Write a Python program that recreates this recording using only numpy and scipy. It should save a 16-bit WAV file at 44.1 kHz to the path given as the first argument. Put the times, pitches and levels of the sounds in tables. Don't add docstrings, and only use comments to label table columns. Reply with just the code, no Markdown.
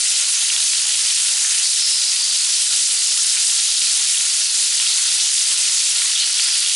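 import sys
import numpy as np
from scipy import signal
from scipy.fft import rfft, irfft, next_fast_len
from scipy.io import wavfile
from scipy.ndimage import uniform_filter1d

SR = 44100
rng = np.random.default_rng(int(sys.argv[2]) if len(sys.argv) > 2 else 0)


def generate_wav(sig):
    pcm = np.round(np.clip(np.atleast_2d(sig).T, -1, 1) * 32767).astype(np.int16)
    wavfile.write(sys.argv[1], SR, pcm)


def ratio_of_db(decibels):
    return 10 ** (np.asarray(decibels, float) / 20)


N = 297675
SLOW_S = np.arange(0, N / SR + .01, 1 / 400)

# time in seconds, strength in dB, coarseness (large bubbles against small) in dB.
BOIL = [(0, -17.5, -9.5), (.3, -20, -7.5), (.7, -19, -8), (1.1, -17.5, -7.5), (1.45, -19, -9.5),
        (1.8, -18.5, -10.5), (2.2, -19, -10.5), (2.55, -17.5, -10.5), (2.9, -18, -9.5), (3.3, -17.5, -10),
        (3.7, -16.5, -10.5), (4.2, -17.5, -9), (4.55, -17.8, -11), (4.87, -16.5, -9), (5.2, -17.5, -10),
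        (5.7, -17.5, -8.5), (6.2, -18.5, -8.5), (6.75, -18.5, -7.5)]
SIZE_HZ = [5300, 8800, 2800, 1000]
FOLLOW_STRENGTH = [1, 0.66, 0.6, 0.32]
FOLLOW_COARSE = [-0.12, 0.13, 1.22, 0.2]
# frequency in Hz, level in dB per Hz.
FRY_COLOUR = [(15, -66), (25, -35), (77, -42.5), (353, -34.5), (840, -23.5), (1200, -21), (1430, -13.5),
              (1630, -17), (1760, -13), (2330, -9.5), (2640, -5.5), (4510, 0.5), (9680, 0.16), (11000, -3),
              (14300, -68), (22000, -120)]
# frequency in Hz, side against mid in dB.
SIDE_COLOUR = [(30, -21), (60, -12), (130, -12), (300, -17), (620, -15), (1120, -12), (2000, -9.5),
               (3600, -12), (6400, -14.5), (11600, -15.5)]
# time in seconds, length in seconds, bubble pitch in Hz,
# change in dB.
FLARES = [(.375, 0.22, 890, 6.5), (1.515, 0.2, 1500, 6), (3.37, 0.069, 1300, 4), (3.4, .2, 860, 0),
          (5, .15, 1130, 6.5), (5.75, 0.1, 1200, 2), (6.47, 0.16, 1300, 5), (2.1, 0.14, 1500, -1),
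          (1.62, 0.34, 11000, 1.5), (3.5, 0.14, 11000, 3.5), (4.18, 0.18, 11000, 3), (0.68, 0.14, 10000, 1),
          (0.88, 0.17, 7400, -2), (3.87, 0.15, 12000, -2), (6.3, 0.27, 8800, -1), (2.46, 0.17, 5300, 1),
          (2.96, .7, 2300, -1), (4.7, .3, 7000, 0), (.75, 0.28, 6800, 1.3), (4.1, 0.32, 4000, 0.5),
          (1.15, 0.88, 3600, -2), (4.25, 0.2, 4500, 1), (3.5, .3, 6800, -1.5), (4.2, .4, 5700, -2),
          (2.4, 0.27, 14000, 1.5), (0.4, 0.43, 13000, 2), (6.25, 0.12, 6100, -1), (4.5, 0.1, 5300, -2.5),
          (2.7, .12, 6600, 0.5)]
# time in seconds, length in seconds, change in dB.
LOW_SWELLS = [(.1, .1, -3), (.73, 0.092, -2), (0.224, .08, 4.5), (0.333, 0.089, -9), (.55, 0.062, 5),
              (1.14, .07, -12), (1.58, 0.077, -2), (2.08, .18, 3.5), (2.4, .25, 1.5), (2.623, .14, 0),
              (2.8, 0.27, -5), (3.25, 0.17, 0.5), (3.697, .06, -6), (3.787, 0.079, -15), (3.873, 0.072, 2.5),
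              (4.01, 0.072, 7), (4.096, 0.056, -7), (4.63, 0.12, 2.5), (4.89, 0.035, 3), (5.028, .08, -12),
              (5.323, .15, -6.5), (5.508, 0.1, 5.5), (5.762, 0.07, -8), (5.898, 0.04, -6), (6.285, 0.066, 3),
              (6.426, 0.048, -7)]
# start in seconds, length in seconds, first pitch
# in Hz, last pitch in Hz, level in dB.
JETS = [(1.425, 0.094, 6000, 6500, -22.5), (1.62, 0.17, 4750, 5000, -27), (1.77, 0.67, 5260, 4530, -23),
        (1.6, .6, 4340, 4100, -28), (6.15, .08, 3400, 4200, -24), (6.19, 0.16, 4200, 4600, -24.5),
        (6.39, 0.21, 4640, 5050, -24), (6.155, 0.113, 2850, 3140, -26), (5.5, 0.17, 2650, 2750, -41),
        (4.5, 0.1, 7160, 7200, -30), (5.86, 0.092, 6000, 5880, -26.5), (.3, .45, 6400, 6400, -27),
        (3.05, 0.27, 5000, 5400, -28), (4.3, .4, 4650, 4300, -29), (4.85, .2, 4130, 4200, -27.5)]
# time in seconds, peak in dB, pitch in Hz, ringing in cycles.
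SPITS = [(0.501, -5, 2850, 7.3), (0.5363, -10, 3390, 5), (0.5631, -3, 3250, 5.3), (0.626, -9, 3950, 6),
         (0.7332, -8, 3150, 3.2), (0.9537, -11, 3030, 6), (1.174, -11, 3350, 7.7), (2.017, -9, 3680, 6),
         (2.0363, -5, 4100, 5.4), (2.163, -11, 3530, 8.9), (2.3111, -12, 3900, 6), (2.7263, -11, 3710, 6),
         (3.1747, -10, 3360, 5), (3.4974, -9.5, 3190, 6.8), (3.5992, -8, 3700, 6.7),
         (3.7808, -11.5, 3720, 7.7), (3.9923, -14, 3630, 6.8), (4.1744, -12, 3180, 7.2),
         (4.681, -17, 4200, 6), (4.7987, -6, 2880, 5.2), (4.8678, -11, 3100, 6.6), (4.9152, -10, 4130, 6.5),
         (5.199, -10, 3200, 8), (5.3797, -8, 3530, 6.5), (5.4096, -12, 3500, 6), (5.981, -9, 3740, 6),
         (6.1619, -11, 3420, 8.2), (6.3904, -10, 3040, 5.1), (6.638, -15, 3390, 6.6),
         (6.6617, -6, 3180, 6.6)]
# time in seconds, peak in dB, pitch in Hz, ringing in cycles.
PLOPS = [
    (0.719, -25, 2280, 3.7),
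    (1.449, -23.5, 1830, 3.9),
    (3.369, -18.5, 2480, 3.2),
    (3.819, -18.5, 2390, 6.5),
    (4.199, -34, 1550, 4.5),
    (5.429, -24.5, 2520, 4.5),
    (6.019, -16.5, 2180, 3.9),
    (6.396, -11, 2580, 3.8),
    (6.484, -17, 2430, 4.5),
]
# delay in seconds, level in dB.
ECHOES = [(0.00344, -22.5), (0.0009, -35), (.0071, -18.5)]


def evened(x):
    return x / np.sqrt(np.mean(x ** 2) + 1e-20)


def read(points, hz):
    f, value = np.transpose(points)
    return np.interp(np.log(hz + 1), np.log(f + 1), value)


def coloured(x, points):
    size = next_fast_len(N)
    gain = ratio_of_db(read(points, np.fft.rfftfreq(size, 1 / SR)))
    return irfft(rfft(x, size) * gain, size)[..., :N]


def drift(per_s):
    hz = np.fft.rfftfreq(len(SLOW_S), SLOW_S[1])
    spectrum = rfft(rng.standard_normal(len(SLOW_S))) / (1 + (hz / per_s) ** 2)
    return evened(irfft(spectrum, len(SLOW_S)))


def bump(at_s, length_s):
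    return np.exp(-4 * ((SLOW_S - at_s) / length_s) ** 2)


def bubble(hz, cycles, glide=0.061, snap=10.6):
    u = np.arange(int(3 * cycles / hz * SR) + 8) / SR * hz / cycles
    envelope = (1 - np.exp(-snap * u)) * np.exp(-3.0 * u)
    ring = envelope * np.sin(2 * np.pi * cycles * u * (1 + glide * u))
    return ring / abs(ring).max()


def fry(per_s=420, spread_db=3.0, cycles=3.93, gust_db=0.76, patch_db=1.3, mist_db=-0.5, heave_db=1.4, count=30):
    boil_s, level_db, coarse_db = np.transpose(BOIL)
    share_db = np.outer(FOLLOW_STRENGTH, level_db - level_db.mean())
    share_db = share_db + np.outer(FOLLOW_COARSE, coarse_db - coarse_db.mean())
    order = np.argsort(SIZE_HZ)
    log_sizes = np.log(SIZE_HZ)[order]
    t = np.arange(N) / SR
    gust = gust_db * drift(30.0)
    heave = sum(db * bump(at_s, length_s) for at_s, length_s, db in LOW_SWELLS)
    heave = heave - heave.mean() + heave_db * drift(3.6)
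    mist = ratio_of_db(mist_db) * rng.standard_normal((2, N))
    out = np.zeros((2, N))
    for hz in np.geomspace(30, 12000, count):
        blend = np.array([np.interp(np.log(hz), log_sizes, order == k) for k in range(len(SIZE_HZ))])
        strength_db = np.interp(SLOW_S, boil_s, blend @ share_db) + gust + patch_db * drift(10.0)
        strength_db += 1.42 * heave / (1 + (hz / 600) ** 2)
        for at_s, length_s, flare_hz, db in FLARES:
            octaves = np.log2(hz / flare_hz)
            strength_db += db * bump(at_s, length_s) * np.exp(-(octaves / 0.7) ** 2)

        bursts_n = int(per_s * (hz / 5000) ** .6 * N / SR)
        when, chance, place = rng.random((3, 12000))[:, :bursts_n]
        size = ratio_of_db(spread_db * np.minimum(-np.log(chance), 4))
        bursts = np.zeros((2, N))
        bursts[:, (when * N).astype(int)] = size * np.array([place ** 0, np.sqrt(12) * (place - .5)])
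        drive = bursts / np.std(bursts[0]) + np.roll(mist, rng.integers(N), axis=1)
        drive = drive * np.interp(t, SLOW_S, ratio_of_db(strength_db))

        shape = bubble(hz, cycles * rng.uniform(1.0, 1.005))
        shape *= np.sqrt(hz) / np.linalg.norm(shape)
        out += signal.oaconvolve(drive, shape[None], axes=1)[:, :N]
    mid, side = coloured(out, FRY_COLOUR)
    level = ratio_of_db(-17) / np.std(mid)
    return level * np.array([mid, coloured(side, SIDE_COLOUR)])


def jet(start_s, length_s, first_hz, last_hz, level_db, width_hz=700, flutter_db=1.8, waver=0.02):
    t = np.arange(start_s, start_s + length_s, 1 / SR)
    u = (t - start_s) / length_s
    hz = first_hz + (last_hz - first_hz) * u
    swell_db = level_db + np.interp(u, [0, 0.29, 1], [-0.5, 0, -4.5])
    hz = hz * (1 + waver * np.interp(t, SLOW_S, drift(25.0)))
    turn = np.exp(2j * np.pi * np.cumsum(hz) / SR)
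    r = np.exp(-np.pi * width_hz / SR)
    flutter = ratio_of_db(flutter_db * np.interp(t, SLOW_S, drift(40.0)))
    steam = rng.standard_normal(SR)[:len(t)] * flutter / turn
    steam = (turn * signal.lfilter([1], [1, -2 * r, r * r], steam)).real
    out = np.zeros(N + SR)
    out[round(start_s * SR):][:len(t)] = evened(steam) * ratio_of_db(swell_db) * signal.windows.tukey(len(t), .12)
    return out[:N]


def spits(rows, trim_db, late_s=.0006, rim_s=0.00214, rim_db=-5.5):
    out = np.zeros(N + SR)
    for at_s, peak_db, hz, cycles in rows:
        burst = ratio_of_db(peak_db + trim_db) * bubble(hz, max(cycles, 1))
        out[round((at_s + late_s) * SR):][:len(burst)] += burst
    rim = ratio_of_db(rim_db) * np.roll(out, round(rim_s * SR))
    return out[:N] + rim[:N]


def hob(x, dull_hz=1800):
    taps = np.zeros(SR // 50)
    for delay_s, db in ECHOES:
        taps[round(delay_s * SR)] += ratio_of_db(db)
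    taps = signal.lfilter(*signal.butter(2, dull_hz, fs=SR), taps)
    return x + signal.oaconvolve(x, taps[None], axes=1)[:, :N]


def scene():
    mid, side = fry()
    near = sum(jet(*row) for row in JETS)
    near = near + spits(SPITS, trim_db=-0.5) + spits(PLOPS, trim_db=2.5)
    bass_cut = signal.butter(4, 900, "high", fs=SR, output="sos")
    near = signal.sosfilt(bass_cut, near)
    return hob(np.array([mid + near + side, mid + near - side]))


def top_cut(x):
    return signal.sosfilt(signal.butter(12, 12160, fs=SR, output="sos"), x)


def record(dry):
    power_db = 10 * np.log10(abs(uniform_filter1d((dry ** 2).mean(0), 60)) + 1e-12)
    fall_db = np.arange(N) * 490.0 / SR
    held_db = np.maximum.accumulate(power_db + fall_db) - fall_db
    over_db = np.maximum(held_db + 15.5, 0)
    held = np.tanh(dry / ratio_of_db(.5 * uniform_filter1d(over_db, 30)))
    edge = signal.firwin(2047, 11025, window=("kaiser", 12), fs=SR)
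    return top_cut(signal.oaconvolve(held, edge[None], "same"))


dry = scene()
out = record(dry)
generate_wav(out)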